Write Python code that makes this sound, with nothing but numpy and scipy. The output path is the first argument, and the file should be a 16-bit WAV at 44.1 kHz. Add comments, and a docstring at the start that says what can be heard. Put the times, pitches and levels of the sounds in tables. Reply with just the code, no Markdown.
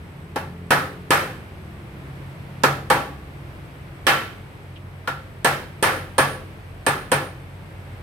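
"""A steel hammer knocks the joint of a wooden frame home: twelve blows in short runs, in a hard workshop.
Each impact is a brief crack that excites the modes of the timber, the room's reverberation and a low
standing wave. Firm blows thud into the bench, loose ones shudder, and in the last runs the steel clangs.
A motor hums nearby beside a thin electric whine; outside, an engine recedes in the rumble of traffic."""
import sys
import numpy as np
from scipy import signal
from scipy.fft import rfft, irfft
from scipy.io import wavfile

SR = 44100
rng = np.random.default_rng(int(sys.argv[2]) if len(sys.argv) > 2 else 0)


def log_audio(samples):
    """Write samples as a 16-bit WAV file to the path given in sys.argv[1]."""
    # one column per channel
    frames = np.atleast_2d(samples).T
    # limit to full scale, then quantise
    limited = np.clip(frames, -1, 1)
    pcm = np.round(limited * 32767).astype(np.int16)
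    wavfile.write(sys.argv[1], SR, pcm)


N = 353682
TIME, SCENE_HZ = np.arange(N) / SR, np.fft.rfftfreq(N, 1 / SR)
AGE = np.arange(20480) / SR   # time since an impact [s]
AGE_HZ = np.fft.rfftfreq(len(AGE), 1 / SR)

# distinct modes of the frame: (frequency [Hz], bandwidth [Hz], level relative to the dense modes [dB])
FRAME_MODES = [(273, 39, 4), (332.1, 13, 7.5), (375, 51, 1), (445, 26, 2), (459, 30, 1.5), (466, 12, -9),
               (524, 37, 6), (584, 39, 0), (765, 74, -3.5), (805, 35, 3), (881, 7, 1), (1138, 4.1, 2.5),
               (1260, 37, -1), (1290, 7.6, 4), (1353, 11, 8), (1487, 52, -1), (1597, 8.5, 4),
               (1748, 11.6, 8), (1696, 37, 4.5), (1796, 16, 0), (1873, 11, 5), (2208, 18, 1.5),
               (2310, 85, -8.5), (2440, 82, 0), (2655, 33, 4.5), (3100, 170, 2), (3555, 12, 7.5)]
# dense modes of frame and bench: (frequency [Hz], relative spectral level [dB])
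DENSE_MODES = [(50, -28), (110, -3), (240, -7), (700, 1.5), (1000, 4.5), (1600, 4.5), (2100, -0.5),
               (3000, -8.5), (4200, -11), (5500, -15.5), (7000, -21), (8800, -20.5), (12000, -21),
               (15500, -28.5)]
# stereo width of the background: (frequency [Hz], side minus mid [dB])
AIR_WIDTH = [(60, -20), (180, -12.5), (550, -5.5), (1650, 1), (4970, -1.5), (15000, -1.5)]


def hammer(shared_power):
    """Impact excitation: all blows drive the same modes and share part of their paths through the room."""
    # (time [s], level [dB], length [factor: under 1 firm, over 1 shuddering], knock pitch [Hz],
    #  knock prominence [dB], crack pitch [Hz], clang [0-1])
    blows = [ (0.3591, -21.5, 0.62, 862, 1.5, 10500, 0.2), (0.7055, -7.5, 1, 1320, 2, 9200, 0.37),
             (1.1055, -6, 1.45, 1690, 1, 8500, 0.14), (2.6353, -9, 0.63, 1330, 1, 7100, 0.4),
             (2.9008, -9, 0.87, 870, 3, 9000, 0.4), (4.0674, -6, 1.28, 1880, 1.5, 2980, 0.5),
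             (5.0745, -23.5, 0.56, 1400, 4.5, 3400, 0), (5.4459, -7.5, 0.99, 1250, -0.5, 8260, 0.52),
             (5.826, -7, 1.5, 1650, 1.5, 9300, 0.7), (6.1811, -7, 0.86, 1120, 0, 9280, 0.9),
             (6.8644, -10.2, 0.88, 1210, 1, 8740, 1), (7.1166, -10, 0.77, 1060, 0, 8850, 1)]
    # stereo width of the reverberation: (frequency [Hz], side minus mid [dB])
    room_width = [(100, -8), (300, -13.5), (700, -8), (1400, -0.5), (2800, -2), (6000, 1), (14000, -3)]
    # balance of the reverberation: (frequency [Hz], left minus right [dB])
    room_balance = [(150, -0.5), (800, 2.5), (1500, -1.5), (2800, -1.5), (5000, -8), (8500, -14),
                    (12000, 4), (15000, 2)]
    pan = from_db(at_hz(room_balance, AGE_HZ) * [[.5], [-.5]])
    pan /= np.sqrt(np.mean(pan ** 2, axis=0))
    shared_paths = np.sqrt(shared_power) * stereo_noise(room_width, len(AGE))
    peaks, tones = frame_modes()
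    out = np.zeros((2, N))
    for s, db, length, knock_hz, knock_db, crack_hz, clang in blows:
        firm = -np.log2(length)
        glance = np.log2(8800 / crack_hz)   # octaves below the crack of a square hit
        colour = blow_colour(firm, glance, knock_hz, knock_db, crack_hz)
        paths = shared_paths + np.sqrt(1 - shared_power) * stereo_noise(room_width, len(AGE))
        spectrum = paths * pan * colour * frame_response(peaks, scatter_db=1.5)
        blow = from_db(-4.5) * reverberation(spectrum, length, early_db=-6.5, early_s=0.018)
        blow += from_db(-30) * timber_ring(tones, colour, scatter_db=5.5)
        blow += crack(crack_hz, glance, clang) + steel_ring(clang, crack_hz)
        blow += thud(firm, glance) + room_boom(firm)
        add(out, from_db(db) * blow, s)
    return out


def blow_colour(firm, glance, knock_hz, knock_db, crack_hz):
    """Excitation spectrum: firm is deeper, glancing thinner, and the struck spot favours some modes."""
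    # (frequency [Hz], level [dB], change per unit of firm [dB], change per unit of glance [dB])
    excitation = [(382, -0.5, 1.5, -1.5), (810, 0.3, 0.5, -0.5), (1560, -0.5, -2, -0.5),
                  (4200, 0, -0.4, 1.2), (11000, 2.55, -1.5, 0.5)]
    tilt = [(hz, db + firm * firm_db + glance * glance_db) for hz, db, firm_db, glance_db in excitation]
    favoured = knock_db * bump(AGE_HZ, knock_hz, width=810)
    nearest = (1.23 * knock_db + 6.5 * firm) * bump(AGE_HZ, knock_hz, width=120)
    contact = 3 * bump(AGE_HZ, crack_hz, width=1840)
    return from_db(at_hz(tilt, AGE_HZ) + favoured + nearest + contact)


def crack(hz, glance, clang):
    """A short contact has a broad spectrum: bright noise, louder when glancing, stronger on the right."""
    db = -8 + 5.5 * glance - 5 * clang
    channel_db = np.array([[-8], [-1]])
    return from_db(db + channel_db) * burst(hz, width=3000, decay_s=0.00059)


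def frame_modes():
    """Damped resonance: each mode as a spectral peak and as a tone that dies faster the wider the peak."""
    peaks = [from_db(db) * bump(AGE_HZ, hz, width) for hz, width, db in FRAME_MODES]
    tones = [(-1) ** k * from_db(db + at_hz(DENSE_MODES, hz)) * ring(hz, np.log(1000) / (np.pi * width))
             for k, (hz, width, db) in enumerate(FRAME_MODES)]
    return np.array(peaks), np.array(tones)


def frame_response(peaks, scatter_db):
    """Resonances add in power to the dense modes, a little differently at every struck spot."""
    coupling = from_db(rng.normal(0, scatter_db, len(FRAME_MODES)))
    return rms_one(from_db(at_hz(DENSE_MODES, AGE_HZ)) * np.sqrt(.5 + coupling ** 2 @ peaks ** 2))


def timber_ring(tones, colour, scatter_db):
    """Modal superposition: the frame's direct sound is the sum of its modes, weighted by the blow."""
    coupling = from_db(rng.normal(0, scatter_db, len(FRAME_MODES)))
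    drive = np.interp([hz for hz, _, _ in FRAME_MODES], AGE_HZ, colour)
    return (coupling * drive) @ tones


def steel_ring(clang, crack_hz):
    """Free vibration of steel: modes near the crack's pitch are driven most, and the long ring dips and swells
    again."""
    # (frequency [Hz], relative level [dB], t60 [s], exponent of growth with clang [-])
    steel_modes = [(8490, -11, .16, 1), (8530, -9, .14, 1), (9543, -15.5, .42, 2), (9549.3, -17.5, .42, 2),
                   (14270, -27, .28, 1)]
    tone = 0
    for hz, db, t60, exponent in steel_modes:
        drive = max(bump(hz, crack_hz, width=1400), from_db(-7.5))
        tone += from_db(db) * clang ** exponent * drive * ring(hz, t60)
    return tone * from_db([[-16.5], [1.5]])   # mostly on the right


def thud(firm, glance):
    """Mechanical coupling: the wood gives, then drives the bench, most under a firm, square blow."""
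    # (frequency [Hz], relative level [dB], t60 [s])
    bench_modes = [(271.6, -11, 0.072), (357, -11.5, 0.039), (508, -2, 0.041), (869, -8.5, 0.053)]
    delay_s = 0.003245
    push = from_db(-7.5 - 4 * firm) * burst(394, width=210, decay_s=0.001)[0]
    tones = sum(from_db(db) * ring(hz, t60, delay_s) for hz, db, t60 in bench_modes)
    bench = from_db(-4 + 14 * firm) * swell(delay_s, rise_s=0.00087) * tones
    return from_db(-4.5 * glance) * (push + bench)


def reverberation(spectrum, length, early_db, early_s):
    """Reflections pile up, the lows later than the highs, and decay exponentially in each octave."""
    # build-up at length 1: (frequency [Hz], time constant [s])
    build_up = [(200, 0.012), (850, 0.0038), (1750, 0.0081), (3500, 0.00063), (7000, 0.00023)]
    # workshop decay at length 1: (frequency [Hz], t60 [s])
    room_t60 = [(100, 1), (350, 0.61), (800, 0.4), (1600, 0.43), (3500, 0.47), (8000, 0.42), (15000, 0.47)]
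    centres, out = np.geomspace(110, 14080, num=8), 0
    early = 1 + from_db(early_db) / length ** 2 * np.exp(-AGE / early_s)   # near surfaces answer first
    for hz in centres:
        band = irfft(spectrum * at_hz(np.c_[centres, centres == hz], AGE_HZ))
        # a longer shudder of the frame feeds the room for longer
        rise = swell(0, rise_s=at_hz(build_up, hz) * length ** 1.15)
        decay = from_db(-60 * AGE / (at_hz(room_t60, hz) * length ** 0.14))
        out += band * rise * early * decay
    return out


def room_boom(firm, delay_s=0.0223):
    """A low standing wave swells once the sound has come back from the walls."""
    wave = ring(hz=141, t60=0.38, delay_s=delay_s)
    return from_db(-15.5 + 7.5 * firm) * swell(delay_s, rise_s=0.0094) * wave


def scuff():
    """Friction in handling makes one faint puff of noise between two runs."""
    # (time [s], level [dB], frequency [Hz], decay time [s])
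    touch = (4.757, -45, 3000, .007)
    s, db, hz, decay_s = touch
    out = np.zeros((2, N))
    add(out, from_db(db) * burst(hz, width=900, decay_s=decay_s), s)
    return out


def motor():
    """Steady rotation gives nearly harmonic partials, which waver a little in phase and level."""
    # (frequency [Hz], rms level at the start [dB], rms level at the end [dB])
    partials = [(46, -59.5, -49), (92.1, -47, -41.5), (135.6, -47, -50), (182.6, -54.5, -63.5)]
    wavering_time = TIME + .0004 * drift(1.2)
    hum = 0
    for hz, first_db, last_db in partials:
        db = np.linspace(first_db, last_db, N) + 1.3 * drift(3)
        hum += np.sqrt(2) * from_db(db) * np.sin(2 * np.pi * hz * wavering_time)
    return hum


def far_engine():
    """Engine orders are harmonics of the cycle rate: they sink together and fade as the engine leaves."""
    # (time [s], cycle rate [Hz], level [dB])
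    course = [(0, 41.2, -47.5), (1, 44, -46), (1.9, 33.8, -46), (3.2, 35, -47), (4.8, 30.5, -60),
              (6, 29, -67), (8, 30, -64)]
    # (multiple of the cycle rate [-], relative level [dB])
    orders = [(2, 1), (3, -8.5), (4, 4.5), (5, -8), (6, -7), (8, -7), (9, -10), (10, -6.5)]
    cycle_hz, db = in_time(course)
    phase = 2 * np.pi * np.cumsum(cycle_hz * (1 + 0.0083 * drift(6.8))) / SR
    return sum(from_db(db + order_db + 3.7 * drift(1.3)) * np.sin(k * phase) for k, order_db in orders)


def traffic():
    """Incoherent sources add up to noise: traffic and room air make a slowly varying rumble."""
    # (frequency [Hz], relative spectral level [dB])
    spectrum = [(15, -41), (25, -14), (97, -3.5), (114, -4.5), (145, -3), (236, -16.5), (326, -14),
                (489, -17), (531, -17), (1440, -23), (2220, -24), (6920, -46.5), (7920, -44.5),
                (12200, -42.5), (16000, -53)]
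    # (time [s], rms level [dB])
    levels = [(0, -41.5), (1.8, -39.5), (3.5, -39.5), (4.7, -41), (6.5, -40), (8, -39.5)]
    rumble = rms_one(irfft(stereo_noise(AIR_WIDTH, N) * from_db(at_hz(spectrum, SCENE_HZ)), N))
    return from_db(in_time(levels)[0] + .5 * drift(1.5)) * rumble


def electric_whine():
    """Narrow-band noise is heard as one thin, high pitch."""
    # (frequency [Hz], bandwidth [Hz], rms level [dB])
    band = (8080, 130, -71)
    hz, width, db = band
    return from_db(db) * rms_one(irfft(stereo_noise(AIR_WIDTH, N) * bump(SCENE_HZ, hz, width), N))


def ring(hz, t60, delay_s=0):
    """A struck mode: a sinusoid that falls 60 dB in t60 seconds."""
    t = np.maximum(AGE - delay_s, 0)
    return np.sin(2 * np.pi * hz * t) * from_db(-60 * t / t60)


def swell(delay_s, rise_s):
    """Exponential build-up from 0 to 1 after a delay."""
    return 1 - np.exp(-np.maximum(AGE - delay_s, 0) / rise_s)


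def burst(hz, width, decay_s):
    """A transient of stereo band noise, strongest at decay_s."""
    noise = rms_one(irfft(rfft(rng.standard_normal((2, len(AGE)))) * bump(AGE_HZ, hz, width)))
    return noise * (AGE / decay_s) * np.exp(1 - AGE / decay_s)


def bump(hz, centre_hz, width):
    """Resonance curve of height 1; width is in Hz at half height."""
    return 1 / (1 + (2 * (hz - centre_hz) / width) ** 2)


def stereo_noise(width, size):
    """Spectrum of white noise in two channels; the side-to-mid ratio sets their coherence."""
    mid, side = rfft(rng.standard_normal((2, size)))
    spread = from_db(at_hz(width, np.fft.rfftfreq(size, 1 / SR)))
    return (mid + spread * side * [[1], [-1]]) / np.sqrt(1 + spread ** 2)


def drift(rate_hz):
    """Slow fluctuation: low-passed noise of unit rms."""
    return rms_one(irfft(rfft(rng.standard_normal(N)) * np.exp(-(SCENE_HZ / rate_hz) ** 2), N))


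def from_db(db):
    """Decibels to amplitude gain."""
    return 10 ** (np.asarray(db) / 20)


def rms_one(x):
    """Scale to unit rms."""
    return x / np.sqrt(np.mean(x ** 2) + 1e-20)


def in_time(rows):
    """Interpolate each column of a time curve at every sample."""
    s, *columns = np.transpose(rows)
    return [np.interp(TIME, s, column) for column in columns]


def at_hz(points, hz):
    """Interpolate a table on a log-frequency axis."""
    f, value = np.transpose(points)
    return np.interp(np.log(np.maximum(hz, 1)), np.log(f), value)


def add(out, sound, s):
    """Superpose a sound at time s."""
    i = int(round(s * SR))
    out[:, i:i + sound.shape[-1]] += sound[..., :N - i]


def scene():
    """Sound pressures add: the blows stand over the hum and the street."""
    return hammer(shared_power=0.45) + scuff() + motor() + far_engine() + traffic() + electric_whine()


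def record(dry):
    """Band limiting and saturation: the microphone drops deep bass, rounds peaks and cuts the top."""
    heard = signal.sosfilt(signal.butter(4, 38, "high", fs=SR, output="sos"), dry)
    rounded = heard / (1 + heard ** 6) ** (1 / 6)
    return signal.sosfilt(signal.ellip(10, .1, 80, 15750, fs=SR, output="sos"), rounded)


dry = scene()
out = record(dry)
log_audio(out)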